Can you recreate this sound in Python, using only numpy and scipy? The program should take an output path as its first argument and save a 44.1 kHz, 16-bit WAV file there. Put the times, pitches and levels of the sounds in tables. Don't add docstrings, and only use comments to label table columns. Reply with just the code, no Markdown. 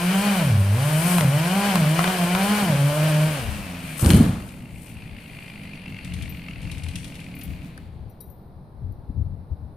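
import sys
import numpy as np
from scipy import signal
from scipy.fft import rfft, irfft
from scipy.io import wavfile
from scipy.ndimage import uniform_filter1d

SR = 44100
rng = np.random.default_rng(int(sys.argv[2]) if len(sys.argv) > 2 else 0)


def transcribe(u):
    v = np.clip(np.atleast_2d(u).T, -1, 1)
    q = np.round(v * 32767).astype(np.int16)
    wavfile.write(sys.argv[1], SR, q)


N = 430416
TIME = np.arange(N) / SR
FREQS = np.maximum(np.fft.rfftfreq(N, 1 / SR), 1)
THROTTLE_OFF_S, COAST_S, SWITCH_S = 3.24, 7.63, 7.777

# (frequency [Hz], relative level [dB])
HISS = [(4500, -10), (7000, -6.5), (8800, 3.5), (11000, -0.5), (14500, -5), (15500, -26.5)]
# (frequency [Hz], relative level [dB])
RUSHING_AIR = [(500, -10.5), (1300, -1.5), (2400, 10.5), (3600, 0), (4450, -2), (6400, -36), (9500, -3),
               (15000, -26.5)]
# (frequency [Hz], likeness [0 to 1])
LIKENESS = [(150, .998), (300, 0.98), (650, 0.79), (1400, 0.06), (2900, 0.74), (6500, 0.17), (12000, 0.091)]


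def saw_cutting():
    # (frequency [Hz], relative level [dB])
    muffler = [(400, -20.5), (600, 4), (1100, 0.5), (1550, -5.5), (1900, -13.5), (2350, 8), (2700, -23.5),
               (3100, 0.5), (3500, -21.5), (4400, -10), (6000, -13.5)]
    # (frequency [Hz], relative level [dB])
    gas = [(150, -38), (280, -11.5), (420, -5), (600, 1.5), (850, -4), (1250, -5), (1650, -4), (2000, -5.5),
           (2400, -5), (3050, -5), (3600, -11.5), (4400, -11.5), (6200, -19), (10000, -25)]
    hz = engine_speed()
    turns = np.cumsum(hz) / SR
    slowing = uniform_filter1d(-np.gradient(hz) * SR, SR // 10)
    sputter = np.clip(slowing / 400, 0, 1) + ramp(THROTTLE_OFF_S, THROTTLE_OFF_S + .25)
    uneven_turns = turns + (.0075 + .02 * sputter) * wander(110) + .022 * wander(20)
    note = exhaust_note(hz, uneven_turns, sputter)
    bark = exhaust_bark(hz, uneven_turns, sputter)
    rasp_db = follow_speed(hz, db=-31, db_per_octave=7.4, fall_db_per_s=10)
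    pulses = firings(turns + .0062 * wander(60), scatter_db=-.5)
    snarl = steady(colour(pulses, muffler)) * gain(rasp_db - 7)
    puffs = unit(2.4 + np.exp(-(turns % 1) / 2.2)) * gain(.81 * wander(30.16))
    rasp = noise(gas, puffs * gain(rasp_db))
    chain = chain_hiss(hz)
    whine = muffler_whine(hz, turns + .007 * wander(45))
    return (note + bark + yard(snarl + whine, echo_db=-10, t60=.28) + rasp + chain) * ramp(4.64, 4.0)


def engine_speed():
    # (time [s], firing rate [Hz])
    revving = [(0, 171), (.17, 195), (.27, 208), (.34, 194), (.4, 172), (.55, 97), (.72, 99), (.82, 140),
               (.89, 152), (.95, 152), (1.08, 178), (1.16, 181), (1.27, 128), (1.45, 170), (1.57, 199),
               (1.69, 203), (1.85, 146), (2.11, 189), (2.25, 170), (2.52, 210), (2.61, 207), (2.74, 138),
               (2.83, 142), (3.07, 157), (3.14, 150), (3.3, 158), (3.45, 112)]
    # (time [s], firing rate [Hz])
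    running_down = [(3.85, 78.9), (4.3, 62), (5.05, 55.6), (5.47, 53.4), (5.94, 45.9), (6.69, 41.6),
                    (7.14, 43.8), (7.4, 36.3), (7.7, 35.1), (8.1, 24)]
    hz, = curves(list(revving) + list(running_down))
    return uniform_filter1d(hz, int(.05 * SR), mode="nearest")


def follow_speed(hz, db, db_per_octave, fall_db_per_s, cutting_hz=170):
    return db + db_per_octave * np.log2(hz / cutting_hz) - fall_db_per_s * after(THROTTLE_OFF_S)


def exhaust_note(hz, turns, sputter, echo_s=.0785, echo_db=-6):
    # (frequency [Hz], relative level [dB])
    outlet = [(35, -25), (75, 3)]
    echo_turns = np.interp(TIME - echo_s, TIME, turns) + hz * np.minimum(TIME - echo_s, 0)
    note = unit(np.sin(2 * np.pi * turns) + gain(echo_db) * np.sin(2 * np.pi * echo_turns))
    level_db = follow_speed(hz, db=-21, db_per_octave=-5.5, fall_db_per_s=102)
    flutter_db = 1.1 * wander(14) + (.8 + 1.6 * sputter) * wander(190)
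    return colour(note * gain(level_db + flutter_db), outlet)


def exhaust_bark(hz, turns, sputter, rise_db_per_s=1.45):
    # (multiple of the firing rate, relative level [dB])
    overtones = [(2, -3), (3, -11), (4, -2), (5, -14), (6, -10.5), (8, -12.5)]
    # (pitch [Hz], width [Hz], extra gain [factor])
    chamber = [(190.3, 46, 3.5), (360, 19, 0.4), (379, 37, -0.4), (600, 42, 1), (807, 47, 0.48)]
    bark = 0
    for k, db in overtones:
        swell = 1 + sum(extra * bump(k * hz, centre, width) for centre, width, extra in chamber)
        strength = swell * gain(db + 1.5 * wander(35))
        bark += strength * np.sin(2 * np.pi * k * turns + .35 * wander(55))
    level_db = follow_speed(hz, db=-32, db_per_octave=6.1, fall_db_per_s=55)
    level_db += rise_db_per_s * (TIME - THROTTLE_OFF_S / 2)
    return bark * gain(level_db + 2 * sputter * wander(150))


def muffler_whine(hz, turns):
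    # (pitch [Hz], width [Hz], relative level [dB])
    resonances = [(1012, 83, 1), (1542, 230, -2), (2430, 140, -1), (3030, 210, -2.5), (4370, 95, -6)]
    whine = 0
    for k in range(5, 23):
        swell = sum(gain(db) * bump(k * hz, centre, width) for centre, width, db in resonances)
        strength = swell * gain(2 * wander(30))
        whine += strength * np.sin(2 * np.pi * (k * turns + rng.random()) + .7 * wander(90))
    return whine * gain(follow_speed(hz, db=-40.5, db_per_octave=13, fall_db_per_s=55))


def chain_hiss(hz):
    level_db = follow_speed(hz, db=-38, db_per_octave=6.8, fall_db_per_s=15.5)
    bite_db = 7 * bump(TIME, centre=1.07, width=.17)
    return noise(HISS, gain(level_db + bite_db + .97 * wander(60)))


def chain_song():
    # (time [s], pitch [Hz], level [dB])
    glide = [(3.26, 3000, -62), (3.33, 2860, -40), (3.6, 2680, -49), (3.88, 2480, -45), (4.1, 2400, -70)]
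    hz, db = curves(glide)
    tone = np.sin(2 * np.pi * np.cumsum(hz + 70 * wander(400)) / SR)
    loudness = gain(db + 2 * wander(90)) * ramp(3.2, 3.3) * ramp(4.2, 4.0)
    return yard(tone * loudness, echo_db=-3, t60=.2)


def saw_idling(coast_db_per_s=45):
    # (time [s], putter level [dB], rattle level [dB])
    levels = [(3.85, -35.5, -52), (4.65, -41.5, -56), (5.2, -43.5, -50), (6.2, -38.5, -47),
              (7.05, -39, -50), (7.6, -38, -51)]
    # (frequency [Hz], relative level [dB])
    muffler = [(50, -21.5), (100, 0.5), (170, 2), (230, -4), (300, -8.5), (390, -30), (600, -23),
               (1000, -40.5)]
    hz = engine_speed()
    putter_db, rattle_db = curves(levels)
    turns = np.cumsum(hz) / SR + .025 * wander(25)
    pulses = firings(turns + .05 * wander(70), scatter_db=3.5)
    putter = steady(colour(pulses, muffler)) * gain(putter_db - 1)
    drone = np.sin(2 * np.pi * 4 * turns) * gain(putter_db - 6 + 5.4 * wander(22)) * ramp(4.1, 4.9)
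    rattle = shell_rattle(hz, turns, rattle_db)
    fan = noise(RUSHING_AIR, gain(rattle_db - 4 + wander(25)))
    fade = ramp(THROTTLE_OFF_S, THROTTLE_OFF_S + .24) * gain(-coast_db_per_s * after(COAST_S))
    return (yard(putter, echo_db=4.5, t60=.34) + drone + rattle + fan) * fade


def shell_rattle(hz, turns, level_db):
    # (frequency [Hz], relative level [dB])
    loose_parts = [(900, -48), (1700, -27), (2120, 2.5), (2540, 4), (2900, -1.5), (3700, -17.5), (4450, -7),
                   (5200, -24), (6500, -47)]
    # (pitch [Hz], relative level [dB], ring time [s])
    shell = [(2180, -4, .018), (2440, 0.5, .02), (2700, 0, .018), (4400, -11, .012)]
    whirr = .2 * (hz / 50) ** 3 + ramp(7.45, 7.8)
    knocks = uniform_filter1d(np.exp(-(turns % 1) / .17), SR // 300) * gain(2 * wander(45))
    strokes = firings(turns + .04 * wander(45), scatter_db=2.5)
    burst_samples = SR // 200
    chatter = uniform_filter1d(strokes, burst_samples) * np.sqrt(burst_samples) * rng.standard_normal(N)
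    ticks = sum(ringing(chatter, pitch, t60) * gain(db) for pitch, db, t60 in shell)
    ticks *= gain(level_db + 8.5) * ramp(7.8, 7.4)
    rattle = noise(loose_parts, steady(whirr + knocks) * gain(level_db - 3.5))
    return (rattle + yard(ticks, echo_db=-9, t60=.3)) * ramp(COAST_S + .58, COAST_S - .15)


def crash():
    # (frequency [Hz], relative level [dB])
    shatter = [(290, -28.5), (550, 0.5), (1300, -5), (2600, -11.5), (4200, -16), (6000, -24.5),
               (10000, -37.5)]
    # (time [s], level [dB], length [s])
    rustles = [(4.5, -57, 0.12), (4.84, -52.5, 0.13), (5.42, -59.5, 0.34)]
    thud = trunk_thud()
    branches_land = landing(4.04, db=-34, hold_s=.2, fall_db_per_s=71)
    branches = noise(shatter, tiny_breaks(per_s=985, spread_db=0) * branches_land)
    twigs_land = landing(4.0, db=-33.5, hold_s=.15, fall_db_per_s=105)
    twigs = noise(HISS, tiny_breaks(per_s=1800, spread_db=4.5) * (twigs_land + swells(rustles)))
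    sweep = gain(-42) * bump(TIME, centre=3.92, width=.12)
    swish = noise(RUSHING_AIR, sweep) + noise(HISS, sweep * gain(-4))
    return thud + limb_thumps() + branches + twigs + swish


def trunk_thud():
    # (frequency [Hz], relative level [dB])
    ground = [(15, -34.5), (28, -17.5), (80, -2), (108, -2), (150, -2), (205, -1), (275, -6), (365, -16.5),
              (460, -18.5), (700, -30.5), (1500, -64)]
    lands_s, down_s = 4.05, 4.13
    rumble = noise(ground)
    rumble /= np.sqrt(uniform_filter1d(rumble[0] ** 2, SR // 16))
    build = gain(-6 * ramp(down_s, lands_s))
    return rumble * landing(lands_s, db=-12.5, hold_s=.15, fall_db_per_s=100) * build


def limb_thumps():
    # (time [s], level [dB], pitch [Hz])
    hits = [(4.027, -7.5, 117), (4.062, -2.5, 89), (4.136, -3.5, 192), (4.158, -9, 125.6),
            (4.207, -7.5, 216), (4.289, -11.5, 115)]
    booms = sum(ringing(decays([s], [db], t60=1 / SR), hz, t60=.074) for s, db, hz in hits)
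    return signal.sosfilt(signal.butter(2, 45, "highpass", fs=SR, output="sos"), booms)


def breaking_wood():
    # (time [s], body level [dB], splinter level [dB])
    breaks = [(1.183, -14.5, -19), (1.209, -17, -17.5), (1.756, -12.5, -16), (1.992, -13.5, -28),
              (2.042, -12.5, -20), (2.077, -17.5, -21), (2.35, -12.5, -32), (3.995, -26.5, -25.5),
              (4.047, -23, -20.5), (4.061, -25.5, -12.5), (4.093, -35, -20.5), (4.104, -20.5, -9),
              (4.109, -26.5, -19.5), (4.134, -27, -17)]
    # (time [s], level [dB])
    snaps = [(4.489, -33.5), (4.869, -37), (6.046, -28.5), (6.137, -26), (6.223, -26), (6.617, -34),
             (6.715, -23.5), (6.781, -31), (6.835, -27), (6.885, -26.5), (6.956, -20), (7.044, -25.5),
             (7.154, -29.5), (7.201, -32), (7.412, -29)]
    # (frequency [Hz], relative level [dB])
    thick_wood = [(300, -5.5), (750, 2), (1400, -0.5), (2500, -5), (4000, -17), (9000, -26)]
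    thin_wood = [(700, -21.5), (1600, 2), (2800, 15), (4500, 7), (7000, 0.5), (9500, 8), (13000, -6),
                 (15000, -26)]
    s, body_db, splinter_db = np.transpose(breaks)
    cracks = noise(thick_wood, decays(s, body_db, t60=.022))
    cracks += noise(thin_wood, decays(s, splinter_db, t60=.0084))
    s, snap_db = np.transpose(snaps)
    twigs = noise(thin_wood, uniform_filter1d(decays(s, snap_db - 8, t60=.043), SR // 250))
    bustle = np.minimum(ramp(5.7, 6.8), ramp(7.7, 7.1))
    crackle = noise(thin_wood, bustle * tiny_breaks(per_s=44, spread_db=5) * gain(-62))
    return yard(cracks, echo_db=-5.5, t60=.66) + yard(twigs + crackle, echo_db=-5.5, t60=.5)


def stop_switch():
    # (frequency [Hz], relative level [dB])
    plastic = [(800, -17), (1250, 4), (1750, 10), (2300, -12), (5000, -9.5), (7000, -27),
               (10000, -4), (13000, -30)]
    return noise(plastic, decays([SWITCH_S], [-35], t60=.019))


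def metal_gear():
    # (time [s], ring level [dB], fizz level [dB])
    clinks = [(6.293, -39, -41), (7.351, -50, -47), (7.388, -48, -45), (7.435, -43, -37), (8.096, -52, -55),
              (8.206, -39.5, -42), (8.3, -52, -57), (8.92, -60, -61)]
    # (pitch [Hz], relative level [dB], ring time [s])
    notes = [(3880, -24, .2), (5830, -21.5, .2), (9950, -16, .06), (13320, -3, .18), (14060, -13, .06)]
    # (frequency [Hz], relative level [dB])
    rubbing = [(3000, -32.5), (4600, -8), (7500, -40), (10000, 8.5), (11800, -4), (13500, 8.5), (14400, 3),
               (15200, -32)]
    s, ring_db, fizz_db = np.transpose(clinks)
    brushes = uniform_filter1d(decays(s, fizz_db, t60=.08), SR // 200)
    jingle = noise(rubbing, brushes * gain(3 * wander(150)))
    for hz, note_db, t60 in notes:
        touch_db = ring_db + note_db + 2 * rng.standard_normal(len(s))
        touches = uniform_filter1d(decays(s, touch_db, t60), SR // 250)
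        jingle += touches * gain(3 * wander(120)) * np.sin(2 * np.pi * hz * TIME + .6 * wander(150))
    return yard(jingle, echo_db=-13.5, t60=.56)


def far_echo(fall_db_per_s=32):
    # (frequency [Hz], relative level [dB])
    wash = [(300, 9.5), (900, 2), (1600, 2), (2600, -1.5), (4500, -2.5), (7000, -47)]
    return noise(wash, ramp(4.4, 5.5) * gain(-57 - fall_db_per_s * after(SWITCH_S)))


def wind(rise_db_per_s=1.0, sheltered_db=-9):
    # (time [s], level [dB], length [s])
    gusts = [(1.8, -42, 0.037), (3.52, -28.5, 0.086), (6.18, -32, 0.12), (6.238, -27, 0.022),
             (6.659, -27, 0.01), (6.78, -31.5, .22), (8.0, -42, 0.079), (8.91, -24, 0.02),
             (9.102, -15.5, 0.0084), (9.201, -20.5, 0.038), (9.28, -27.5, 0.1), (9.522, -20, 0.014)]
    # (frequency [Hz], relative level [dB])
    rumble = [(15, -20.5), (40, -4), (80, 4.5), (130, -3.5), (210, -15.5), (380, -32), (900, -58),
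              (3000, -110)]
    breeze = gain(-50 + rise_db_per_s * TIME + 4.65 * wander(14))
    eddies = noise(rumble, breeze + swells(gusts), likeness=[(50, 1.0), (300, .85)])
    return eddies * gain([[0], [sheltered_db]])


def town():
    # (frequency [Hz], relative level [dB])
    murmur = [(60, -17), (140, -13.5), (300, -26.5), (500, -29), (850, -32.5), (1300, -45), (2000, -53.5),
              (3100, -62), (4020, -54), (5500, -66), (7300, -81.5), (9200, -61.5), (13400, -65),
              (15000, -78.5)]
    return noise(murmur, gain(-45 + .31 * wander(6.8)))


def yard(x, echo_db, t60):
    t = TIME[:SR]
    tails = unit(rng.standard_normal((2, SR)) * gain(-60 * t / t60) * (t > .008)) / np.sqrt(SR)
    echoes = signal.fftconvolve(np.atleast_2d(x)[:1], tails, axes=1)[:, :N]
    return (x + gain(echo_db) * stereo(*rfft(echoes))) / np.sqrt(1 + gain(2 * echo_db))


def gain(db):
    return 10 ** (np.asarray(db) / 20)


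def unit(x):
    return x / np.sqrt(np.mean(x ** 2))


def steady(x):
    return x / np.sqrt(uniform_filter1d(x ** 2, SR // 4) + 1e-12)


def curves(table):
    s, *columns = np.transpose(table)
    return [np.interp(TIME, s, column) for column in columns]


def ramp(start, end):
    return np.clip((TIME - start) / (end - start), 0, 1)


def after(start):
    return np.maximum(TIME - start, 0)


def bump(x, centre, width):
    return np.exp(-((x - centre) / width) ** 2)


def swells(rows):
    return sum(gain(db) * bump(TIME, s, length) for s, db, length in rows)


def landing(s, db, hold_s, fall_db_per_s, rise_s=.04):
    return ramp(s - rise_s, s) * gain(db - fall_db_per_s * after(s + hold_s))


def decays(times, dbs, t60):
    blows = np.bincount((np.asarray(times) * SR).astype(int), gain(dbs), N)
    return signal.lfilter([1], [1, -np.exp(-np.log(1000) / (t60 * SR))], blows + 1e-18)


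def tiny_breaks(per_s, spread_db, fade_s=.0031):
    sizes = (rng.random(N) < per_s / SR) * gain(spread_db * np.minimum(rng.exponential(size=N), 4))
    power = signal.lfilter([1], [1, -np.exp(-1 / (fade_s * SR))], sizes ** 2)
    return unit(np.sqrt(power + 1e-18))


def wander(per_s):
    steps = TIME * per_s
    levels = rng.standard_normal(int(steps[-1]) + 2)
    return unit(np.interp(steps, np.arange(len(levels)), levels))


def firings(turns, scatter_db):
    at = np.interp(np.arange(1, int(turns[-1])), turns, np.arange(N))
    size = gain(scatter_db * rng.standard_normal(len(at)))
    i, late = at.astype(int), at % 1
    return (np.bincount(i, size * (1 - late), N + 1) + np.bincount(i + 1, size * late, N + 1))[:N]


def ringing(blows, hz, t60):
    pole = np.exp((2j * np.pi * hz - np.log(1000) / t60) / SR)
    return signal.lfilter([1], [1, -pole], blows + 1e-18).imag


def across(points):
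    hz, value = np.transpose(points)
    return np.interp(np.log(FREQS), np.log(hz), value)


def colour(x, tone):
    return irfft(rfft(x) * unit(gain(across(tone))), N)


def stereo(mid, side, likeness=LIKENESS):
    alike = np.clip(across(likeness), 0, 1)
    side = side * np.sqrt((1 - alike) / (1 + alike))
    return irfft(np.array([mid + side, mid - side]), N)


def noise(tone, loudness=1, likeness=LIKENESS):
    mid, side = rfft(rng.standard_normal((2, N)) * loudness) * unit(gain(across(tone)))
    return stereo(mid, side, likeness)


def scene():
    saw = saw_cutting() + chain_song() + saw_idling() + far_echo()
    return saw + crash() + breaking_wood() + stop_switch() + metal_gear() + wind() + town()


def record(dry, top_hz=15400):
    # (frequency [Hz], left minus right [dB])
    balance = [(220, 0), (400, -1), (700, -2), (1300, 2), (2400, 3.5), (4400, 4), (6300, 6), (8100, 15),
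               (15000, 19)]
    lean = gain(across(balance) * np.array([[.5], [-.5]]))
    heard = irfft(rfft(dry) * lean / np.sqrt(np.mean(lean ** 2, axis=0)), N)
    return signal.sosfilt(signal.ellip(8, .2, 70, top_hz, fs=SR, output="sos"), heard)


dry = scene()
out = record(dry)
transcribe(out)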